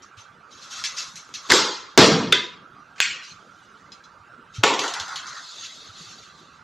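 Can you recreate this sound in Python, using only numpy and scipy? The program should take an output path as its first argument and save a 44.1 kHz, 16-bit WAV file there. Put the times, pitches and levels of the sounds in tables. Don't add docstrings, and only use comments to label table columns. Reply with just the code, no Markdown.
import sys
import numpy as np
from scipy import signal
from scipy.fft import rfft, irfft, next_fast_len
from scipy.io import wavfile
from scipy.ndimage import uniform_filter1d

SR = 44100
rng = np.random.default_rng(int(sys.argv[2]) if len(sys.argv) > 2 else 0)


def transcribe(u):
    v = np.clip(np.atleast_2d(u).T, -1, 1)
    q = np.round(v * 32767).astype(np.int16)
    wavfile.write(sys.argv[1], SR, q)


def natural_amplitude(level_db):
    exponent = np.asarray(level_db, float) / 20
    return 10 ** exponent


N = 292383

# [Hz, dB per Hz]
DROP_TONE = [(35, -53), (60, -28.5), (364, -7.5), (420, -4.5), (604, -9), (668, -10), (943, -2),
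             (1600, -11), (3590, -14), (7600, -23), (9880, -55), (16700, -120)]
# [Hz, dB per Hz]
RUB_TONE = [(1000, -37.5), (1700, -9), (1960, -11.5), (2640, -6), (2970, -5.5), (4350, -2.5), (4660, -6),
            (6460, -3.5), (7600, -14.5), (9880, -27.5), (16700, -120)]


def evened(x):
    return x / np.sqrt(np.mean(x ** 2) + 1e-20)


def read(points, hz):
    f, value = np.transpose(points)
    return np.interp(np.log(hz + 1), np.log(f + 1), value)


def add(mix, s, sound):
    part = mix[round(s * SR):][:len(sound)]
    part += sound[:len(part)]


def coloured(x, tone, top_db=0.):
    points = tone[:-2] + [(9000, tone[-3][1] + top_db)]
    gain_db = read(points, abs(np.fft.fftfreq(4096, 1 / SR)))
    log_gain = np.log(natural_amplitude(np.maximum(gain_db, -100)))
    taps = np.fft.ifft(np.exp(np.conj(signal.hilbert(log_gain)))).real[:2048]
    return signal.oaconvolve(x, taps[None] / np.linalg.norm(taps), axes=1)[:, :x.shape[1]]


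def resonate(x, hz, width_hz):
    return signal.lfilter(*signal.iirpeak(hz, hz / width_hz, SR), x)


def wander(per_s):
    lowpass = signal.butter(2, per_s, fs=SR, output="sos")
    return evened(signal.sosfilt(lowpass, rng.standard_normal(N)))


def walls(x, ms, share):
    taps = rng.standard_normal(3000) * np.exp(-np.arange(3000) / SR * 1000 / ms)
    taps *= share / np.linalg.norm(taps)
    taps[0] = 1
    return signal.oaconvolve(x, taps[None] / np.linalg.norm(taps), axes=1)[:, :x.shape[1]]


def hall(x, wet_db, size=1., bass=0.78, delay_ms=4.):
    # f/Hz, t60/s
    decay = [(120, 1), (330, 0.87), (870, 0.78), (2300, 0.55), (6000, 0.5), (7800, 0.42), (9000, 0.33),
             (12000, 0.38)]
    hz, t, z = signal.stft(x, SR, nperseg=256, noverlap=192)
    power = uniform_filter1d(abs(z) ** 2, size=15, axis=0)
    t60_s = size * read(decay, hz) * bass ** (1 / (1 + (hz / 900) ** 2))
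    keep = natural_amplitude(-120 * t[1] / t60_s)
    stored = np.array([signal.lfilter([1 - k], [1, -k], p) for p, k in zip(power, keep)])
    a, b, c, d = rng.standard_normal(z.shape[::-1] + (4,)).T
    common, apart = a + 1j * b, c + 1j * d
    both = np.array([common + 0.38 * apart, common - 0.66 * apart])
    tail = signal.istft(both * np.sqrt(abs(stored)), SR, nperseg=256, noverlap=192)[1]
    tail = walls(tail, 10., .5)
    return x + natural_amplitude(wet_db) * np.roll(tail, round(delay_ms * SR / 1000), axis=1)[:, :len(x)]


def blow(rows, tone, top_db=0., **room):
    dry, out, ms = np.zeros(SR), np.zeros((2, N)), np.arange(3000) / SR * 1000
    for s, db, length_ms in rows:
        burst = rng.standard_normal(len(ms)) + 2 * (ms == 0)
        add(dry, s - rows[0][0], natural_amplitude(db) * burst * np.exp(-ms / length_ms))
    for port, sound in zip(out, coloured(hall(dry, **room), tone, top_db)):
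        add(port, rows[0][0], sound)
    return out


def pressure(rows):
    t = np.arange(N) / SR
    return sum(natural_amplitude(db) * np.interp(t, [start, top, end], [0, 1, 0]) ** 1.48 for start, top, end, db in rows)


def air():
    # [Hz, dB per Hz]
    tone = [(15, -46.5), (25, -19), (178, -3.5), (237, -7.5), (679, -11.5), (783, -11), (1020, -13.5),
            (1150, -21), (1330, -11.5), (1900, -15.5), (3980, -22), (7600, -33), (9880, -71), (16700, -120)]
    level_db, alike, low_boost_db = -48, 0.97, 7
    frames, hz = N // 256 + 5, np.fft.rfftfreq(1024, 1 / SR)
    a, b, c, d, patches = rng.standard_normal((frames, 513, 5)).T
    patches = evened(uniform_filter1d(uniform_filter1d(patches, 8, 0), 12, 1))
    left = a + 1j * b
    z = np.array([left, alike * left + np.sqrt(1 - alike ** 2) * (c + 1j * d)])
    top_db = tone[-3][1]
    shelf = [(9500, top_db + 11), (11800, top_db + 11), (12200, top_db + 17), (15500, top_db + 21)]
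    z *= natural_amplitude(read(tone[:-2] + shelf, hz)[:, None])
    z *= natural_amplitude(2.5 * patches + low_boost_db * (hz < 950)[:, None])
    return natural_amplitude(level_db) * evened(signal.istft(z, nperseg=1024, noverlap=768)[1][:, :N])


def fan():
    # f/Hz, width/Hz, level/dB
    modes = [(1180, 140, 1.5), (1353, 180, 3), (1562, 140, -3), (910, 130, -3.5)]
    level_db, waver_db, waver_per_s = -50.5, 2.4, 11.0
    ducts = np.zeros(N)
    for hz, width_hz, db in modes:
        noise = resonate(resonate(rng.standard_normal(N), hz, width_hz), hz, width_hz)
        ducts += natural_amplitude(db + waver_db * wander(waver_per_s)) * noise
    return natural_amplitude(level_db) * evened(ducts) * natural_amplitude(np.array([[-9.], [2.]]))


def bumps():
    # t/s, peak level/dB, f/Hz
    events = [(0.172, -43, 103), (1.137, -47, 177), (4.197, -50.5, 94.5), (4.582, -30, 111),
              (5.002, -44.5, 86), (5.463, -63, 166), (5.888, -43.5, 100), (6.002, -43, 162),
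              (6.061, -50, 108)]
    out, t = np.zeros(N), np.arange(6000) / SR
    for s, db, hz in events:
        add(out, s, natural_amplitude(db + 15.5) * np.sin(2 * np.pi * hz * t) * (t / 0.011) * np.exp(-t / 0.0091))
    return out


def ticks():
    # t/s, peak level/dB, f/Hz
    nocks = [(0.0214, -31.5, 5330), (0.5744, -32.5, 3830), (0.7906, -23, 4370), (0.8386, -5, 4870),
             (0.8524, -21, 6760), (0.9872, -27, 6000), (1.0394, -38, 4240), (1.156, -15.5, 7100),
             (1.3393, -13.5, 4750), (5.2677, -22, 5650), (5.2902, -25, 3470), (5.6378, -19, 4030),
             (5.9794, -43, 4300)]
    # t/s, peak level/dB, f/Hz
    rattle = [(4.7382, -18, 3860), (4.791, -8.5, 2730), (4.8353, -16.5, 3500), (4.878, -15, 3380),
              (4.9372, -14, 3440), (4.9975, -17, 3600), (5.0798, -25, 4280), (5.158, -16, 3270)]
    # t/s, peak level/dB, f/Hz
    scuffs = [(0.167, -31, 2540), (0.5055, -33.5, 4800), (0.6097, -30, 4400), (0.700, -20.5, 6200),
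              (0.75, -22.5, 5260), (0.9624, -14, 4970), (3.22, -29, 4100), (3.2694, -31, 3720),
              (4.537, -26.5, 3600), (6.0804, -29.5, 5580), (6.2094, -34.5, 2500)]
    # t/s, peak level/dB, f/Hz
    taps = [
        (3.919, -30.5, 3400),
        (4.0393, -38.5, 4200),
    ]
    # f/Hz, width/Hz, level/dB
    tap_ring = [(2560, 37, -11), (3400, 36, -7), (4060, 33, 10.5), (5050, 77, 6), (5820, 55, -3.5),
                (6700, 41, -4)]
    ring_db, ring_t60_ms = -20, 150
    out, near, ms = np.zeros(N), np.zeros(N), np.arange(4000) / SR * 1000
    # events, rise/ms, decay/ms, near level/dB
    kinds = [(nocks, 1.1, 2.41, -30), (rattle, 1.6, 3.6, 2.), (scuffs, 17.2, 16.5, -30), (taps, 1.1, 2.41, -30)]
    for rows, rise_ms, decay_ms, near_db in kinds:
        for s, db, hz in rows:
            scratch = rng.standard_normal(len(ms)) * (1 - np.exp(-ms / rise_ms)) * np.exp(-ms / decay_ms)
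            tick = natural_amplitude(db - 7.5) * (scratch + 1.7 * resonate(scratch, hz, 340))
            add(out, s, tick)
            add(near, s, natural_amplitude(near_db) * tick)
    full = natural_amplitude(-2.0) * resonate(near, 1300, 1400)
    for s, db, _ in taps:
        for hz, _, mode_db in tap_ring:
            fading = natural_amplitude(db + ring_db + 0.347 * mode_db - ms * 60 / ring_t60_ms)
            add(near, s, fading * np.sin(2 * np.pi * hz * ms / 1000))
    return coloured(hall(out, wet_db=10.0, size=.5) + near, RUB_TONE, top_db=7.5) + full


def rubbing():
    # start/s, strongest/s, end/s, level/dB
    sleeve = [(0.45, 0.84, 1.38, -37.5), (0.88, 1.01, 1.21, -38.5), (1.2, 1.47, 1.6, -41.5),
              (3.15, 3.3, 4.5, -56), (4.5, 4.62, 4.54, -40)]
    # start/s, strongest/s, end/s, level/dB
    tumble = [(4.79, 4.84, 5.312, -34.5), (5.0, 5.15, 5.63, -44), (5.2, 5.37, 5.45, -45)]
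    # start/s, strongest/s, end/s, level/dB
    slides = [(5.3, 5.55, 6.78, -42.5), (5.55, 5.8, 5.67, -40.5), (5.85, 6.03, 6.242, -47)]
    grains = rng.standard_normal(N) * natural_amplitude(1.5 * wander(7.) + 0.99 * rng.exponential(1, N))
    grains = grains + .4 * np.roll(grains, 700) * np.array([[1], [-1]])
    grains = walls(grains, 2.5, .55)
    hiss = evened(resonate(grains, 4250, 400))
    scratch = evened(coloured(grains, RUB_TONE, top_db=7.5))
    out = np.zeros((2, N))
    # strokes, body/Hz, body/dB, hiss/dB
    for rows, hz, body_db, hiss_db in [(sleeve, 1100, -5, -18), (tumble, 1020, 5, -3), (slides, 1300, -17, -4)]:
        body = evened(resonate(resonate(grains, hz, 1200), hz, 1200))
        out += pressure(rows) * (scratch + natural_amplitude(body_db) * body + natural_amplitude(hiss_db) * hiss)
    return out


def flick():
    # t/s, level/dB, length/ms
    contacts = [
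        (1.291, -37, 1.8),
    ]
    return blow(contacts, DROP_TONE, wet_db=-6, size=.4)


def drop():
    # t/s, level/dB, length/ms
    contacts = [
        (4.633, -21.5, 2),
        (4.636, -2, 7.5),
        (4.641, -14, 1),
        (4.668, -28.5, 7.1),
        (4.678, -26, 4.2),
    ]
    return blow(contacts, DROP_TONE, top_db=-5.5, wet_db=3.5, size=1.1, bass=0.71)


def clack():
    # t/s, level/dB, length/ms
    contacts = [
        (2.96, -52, 20),
        (2.98, -42.5, 42),
        (3.003, 1, 0.63),
        (3.007, -13.5, 0.87),
        (3.013, -13.5, 2.4),
    ]
    # [Hz, dB per Hz]
    tone = [(120, -64), (200, -36.5), (357, -43), (1130, -12.5), (1260, -16), (1510, -6), (2280, -5),
            (2660, -4.5), (7600, -17), (9880, -47.5), (16700, -120)]
    # f/Hz, width/Hz, level/dB
    modes = [(1600, 110, -1), (2550, 220, -5), (3370, 73, -3), (4300, 120, 3.5), (6760, 360, 3)]
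    knock = blow(contacts, tone, wet_db=2.5, size=.9)
    return knock + sum(natural_amplitude(db) * resonate(knock, hz, width_hz) for hz, width_hz, db in modes)


def shaft():
    # t/s, level/dB, length/ms
    contacts = [
        (2.3226, -11.5, 2.3),
        (2.325, 5.5, 1.4),
        (2.328, 0.5, 2.8),
    ]
    # [Hz, dB per Hz]
    tone = [(180, -46.5), (300, -23), (399, 1.5), (897, -24.5), (973, -6), (1070, -17.5), (1290, -4.5),
            (1810, -6), (3560, -6.5), (7600, -20), (9880, -56), (16700, -120)]
    # f/Hz, level/dB, t60/s
    modes = [(991, -12, 0.62), (1217, -14, 0.41), (1513, -1, 0.14), (2035, -9, 0.35), (2552, -11, 0.33),
             (3381, -13, 0.43), (3521, 0, 0.19), (3671, -13, 1.3), (4360, -16, 0.4), (4700, -11, 0.27),
             (5157, -34, 5.0), (5744, -17, 0.33), (6535, -17, 0.21), (7267, -23, 0.34)]
    # f/Hz, width/Hz, level/dB
    knock = [(2055, 84, -6.5), (3130, 67, -9.5), (3540, 90, 12.5), (4730, 99, -5.5), (6300, 180, -4.5)]
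    t, out = np.arange(SR // 2) / SR, np.zeros(N)
    ring = np.zeros(len(t))
    for hz, db, t60_s in modes:
        wag = 1 + .6 * np.sin(2 * np.pi * (rng.uniform(8, 30) * t + rng.random()))
        ring += wag * natural_amplitude(db - 60 * t / min(t60_s, .55)) * np.sin(2 * np.pi * (hz * t + rng.random()))
    stopped = np.clip(t / .008, 0, 1) / (1 + np.exp((t - .25) / 0.0168))
    add(out, contacts[1][0], ring * natural_amplitude(-13.5) * stopped)
    hit = blow(contacts, tone, wet_db=0, size=.75)
    fading = natural_amplitude(-90 * np.maximum(np.arange(N) / SR - contacts[0][0], 0))
    rings = sum(natural_amplitude(db) * resonate(hit, hz, width_hz) for hz, width_hz, db in knock)
    return natural_amplitude(-5.0) * hit + fading * rings + out


def target():
    # t/s, level/dB, length/ms
    contacts = [
        (1.976, 5.2, 9.3),
        (1.981, 0, 1.7),
        (1.986, 0.037, 54),
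    ]
    # [Hz, dB per Hz]
    tone = [(30, -38), (80, -17.5), (130, -7), (200, 0), (280, 2), (400, -3.5), (560, -8.5), (930, -13.5),
            (1250, -13.5), (2500, -18), (4100, -14.5), (7600, -27), (9880, -50), (16700, -120)]
    boom_hz, boom_ms, late, lost = 480, 45., .5, .25
    hit = blow(contacts, tone, wet_db=3.5, size=1.05, bass=0.79, delay_ms=5.5)
    ms = np.maximum(np.arange(N) / SR - contacts[0][0], 0) * 1000
    boom = signal.sosfiltfilt(signal.butter(2, boom_hz, fs=SR, output="sos"), hit)
    return hit - boom * (lost + late * np.exp(-ms / boom_ms)) * (ms > 0)


def string():
    # t/s, f/Hz, level/dB
    glide = [(1.507, 1102, -31.5), (1.513, 1684, -14.5), (1.519, 2255, -10.5), (1.522, 1600, 0),
             (1.528, 1500, -12.5), (1.534, 1500, -38.5)]
    s, hz, db = np.transpose(glide)
    t, out = np.arange(s[0], s[-1], 1 / SR), np.zeros(N)
    rough = 1 + 0.84 * uniform_filter1d(rng.standard_normal(len(t)), size=20)
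    phase = 2 * np.pi * np.cumsum(np.interp(t, s, hz)) / SR
    add(out, s[0], rough * natural_amplitude(np.interp(t, s, db)) * np.sin(phase))
    return out


def bow():
    # t/s, level/dB, length/ms
    contacts = [(1.489, -32.5, 15), (1.496, -24.5, 14), (1.501, -13.5, 6.9), (1.5035, -8.5, 2.6),
                (1.506, -5.5, 2.8), (1.513, -11.5, 4), (1.5205, 4.5, 2.1), (1.5255, -3, 1.1),
                (1.528, -1, 1), (1.5315, -5.5, 0.89), (1.539, 9.5, .25)]
    # [Hz, dB per Hz]
    tone = [(24, -58.5), (40, -30), (76, -20.5), (153, -19.5), (367, -7), (664, -17.5), (1370, -9),
            (2590, -16.5), (3680, -11.5), (7600, -21), (9880, -45.5), (16700, -120)]
    return blow(contacts, tone, wet_db=6.0, size=1.05, bass=0.58, delay_ms=9.7)


def scene():
    room = air() + fan() + bumps()
    handling = ticks() + rubbing() + flick() + drop()
    return room + handling + clack() + shaft() + target() + string() + bow()


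def narrowed(x):
    gate_hz, gate_over_db, gate_db = 950, 11, 7
    loud_db, mottle_db = -68.0, 3.5
    hz, t, z = signal.stft([x.mean(0), (x[0] - x[1]) / 2], SR, nperseg=1024, noverlap=768)
    f = hz[:, None]
    power = abs(z[0]) ** 2
    level_db = 10 * np.log10(uniform_filter1d(uniform_filter1d(power, size=30, axis=0), size=3, axis=1) + 1e-14)
    low_db = 10 * np.log10(uniform_filter1d(uniform_filter1d(power, size=7, axis=0), size=9, axis=1) + 1e-14)
    shut = (low_db < np.median(low_db, axis=1)[:, None] + gate_over_db) & (f < gate_hz)
    z = z / natural_amplitude(gate_db * uniform_filter1d(shut * 1., size=3, axis=1))
    level_db = level_db - gate_db * (f < gate_hz)
    whole_db = 10 * np.log10(power.sum(0) + 1e-14)
    bands = rng.standard_normal((len(t) // 5 + 1, 103, 2)).T
    patches, flicker = np.repeat(np.repeat(bands, 5, axis=1), 5, axis=2)[:, :len(hz), :len(t)]
    steady = np.abs(np.gradient(whole_db)) < 1.6
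    treble = np.clip(f / 2000 - 1, 0, 1)
    holes = flicker < -2.1 + 1.5 * np.exp(-((f - 8700) / 1500) ** 2)
    mottle = natural_amplitude(mottle_db * (0.7658 + 0.18 * treble) * flicker) * ~(holes & (treble > .5))
    mid = z[0] * np.where(steady, mottle, 1)
    mid *= ~((f > 11900) & steady & (whole_db > -42))
    kept = level_db + 3 * patches < loud_db + 18 * np.exp(-((f - 1200) / 900) ** 2)
    kept &= whole_db < -31
    kept &= patches < 2.5 - 2.6 * treble - 1.1 * (abs(f - 10200) < 1900)
    band = (hz > 6300) & (hz < 7300)
    jumped = np.gradient(10 * np.log10(power[band].sum(0) + 1e-14)) > 3.5
    fresh = uniform_filter1d(jumped * 1., size=11, origin=5) > 0
    wide = band[:, None] & fresh & (patches[band].mean(0) > .25)
    kept |= (f > 6300) & ~steady & (whole_db > -12)
    side = z[1] * np.where(wide, 1.8, kept)
    mid, side = signal.istft([mid, side], SR, nperseg=1024, noverlap=768)[1][:, :N]
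    return np.array([mid + side, mid - side])


def band_limit(x):
    return signal.sosfilt(signal.butter(12, 15660, fs=SR, output="sos"), x)


def record(dry):
    # f/Hz, gain/dB
    mic = [(7400, 0), (8000, -5.5), (9200, -20.5), (11700, -20.5), (12100, -45), (16000, -36)]
    size = next_fast_len(N)
    response = natural_amplitude(read(mic, np.fft.rfftfreq(size, 1 / SR)))
    heard = irfft(rfft(dry, size) * response, size)[:, :N]
    power_db = 10 * np.log10(signal.lfilter([.004], [1, -.996], (heard ** 2).mean(0)) + 1e-12)
    fall_db = np.arange(N) * 26.0 / SR
    over_db = np.maximum(np.maximum.accumulate(power_db + fall_db) - fall_db + 13.5, 0)
    ducked = np.clip(heard / natural_amplitude(.5 * over_db), -.97, .97)
    ducked = signal.lfilter(*signal.butter(1, 40, "high", fs=SR), ducked)
    return band_limit(narrowed(ducked))


dry = scene()
out = record(dry)
transcribe(out)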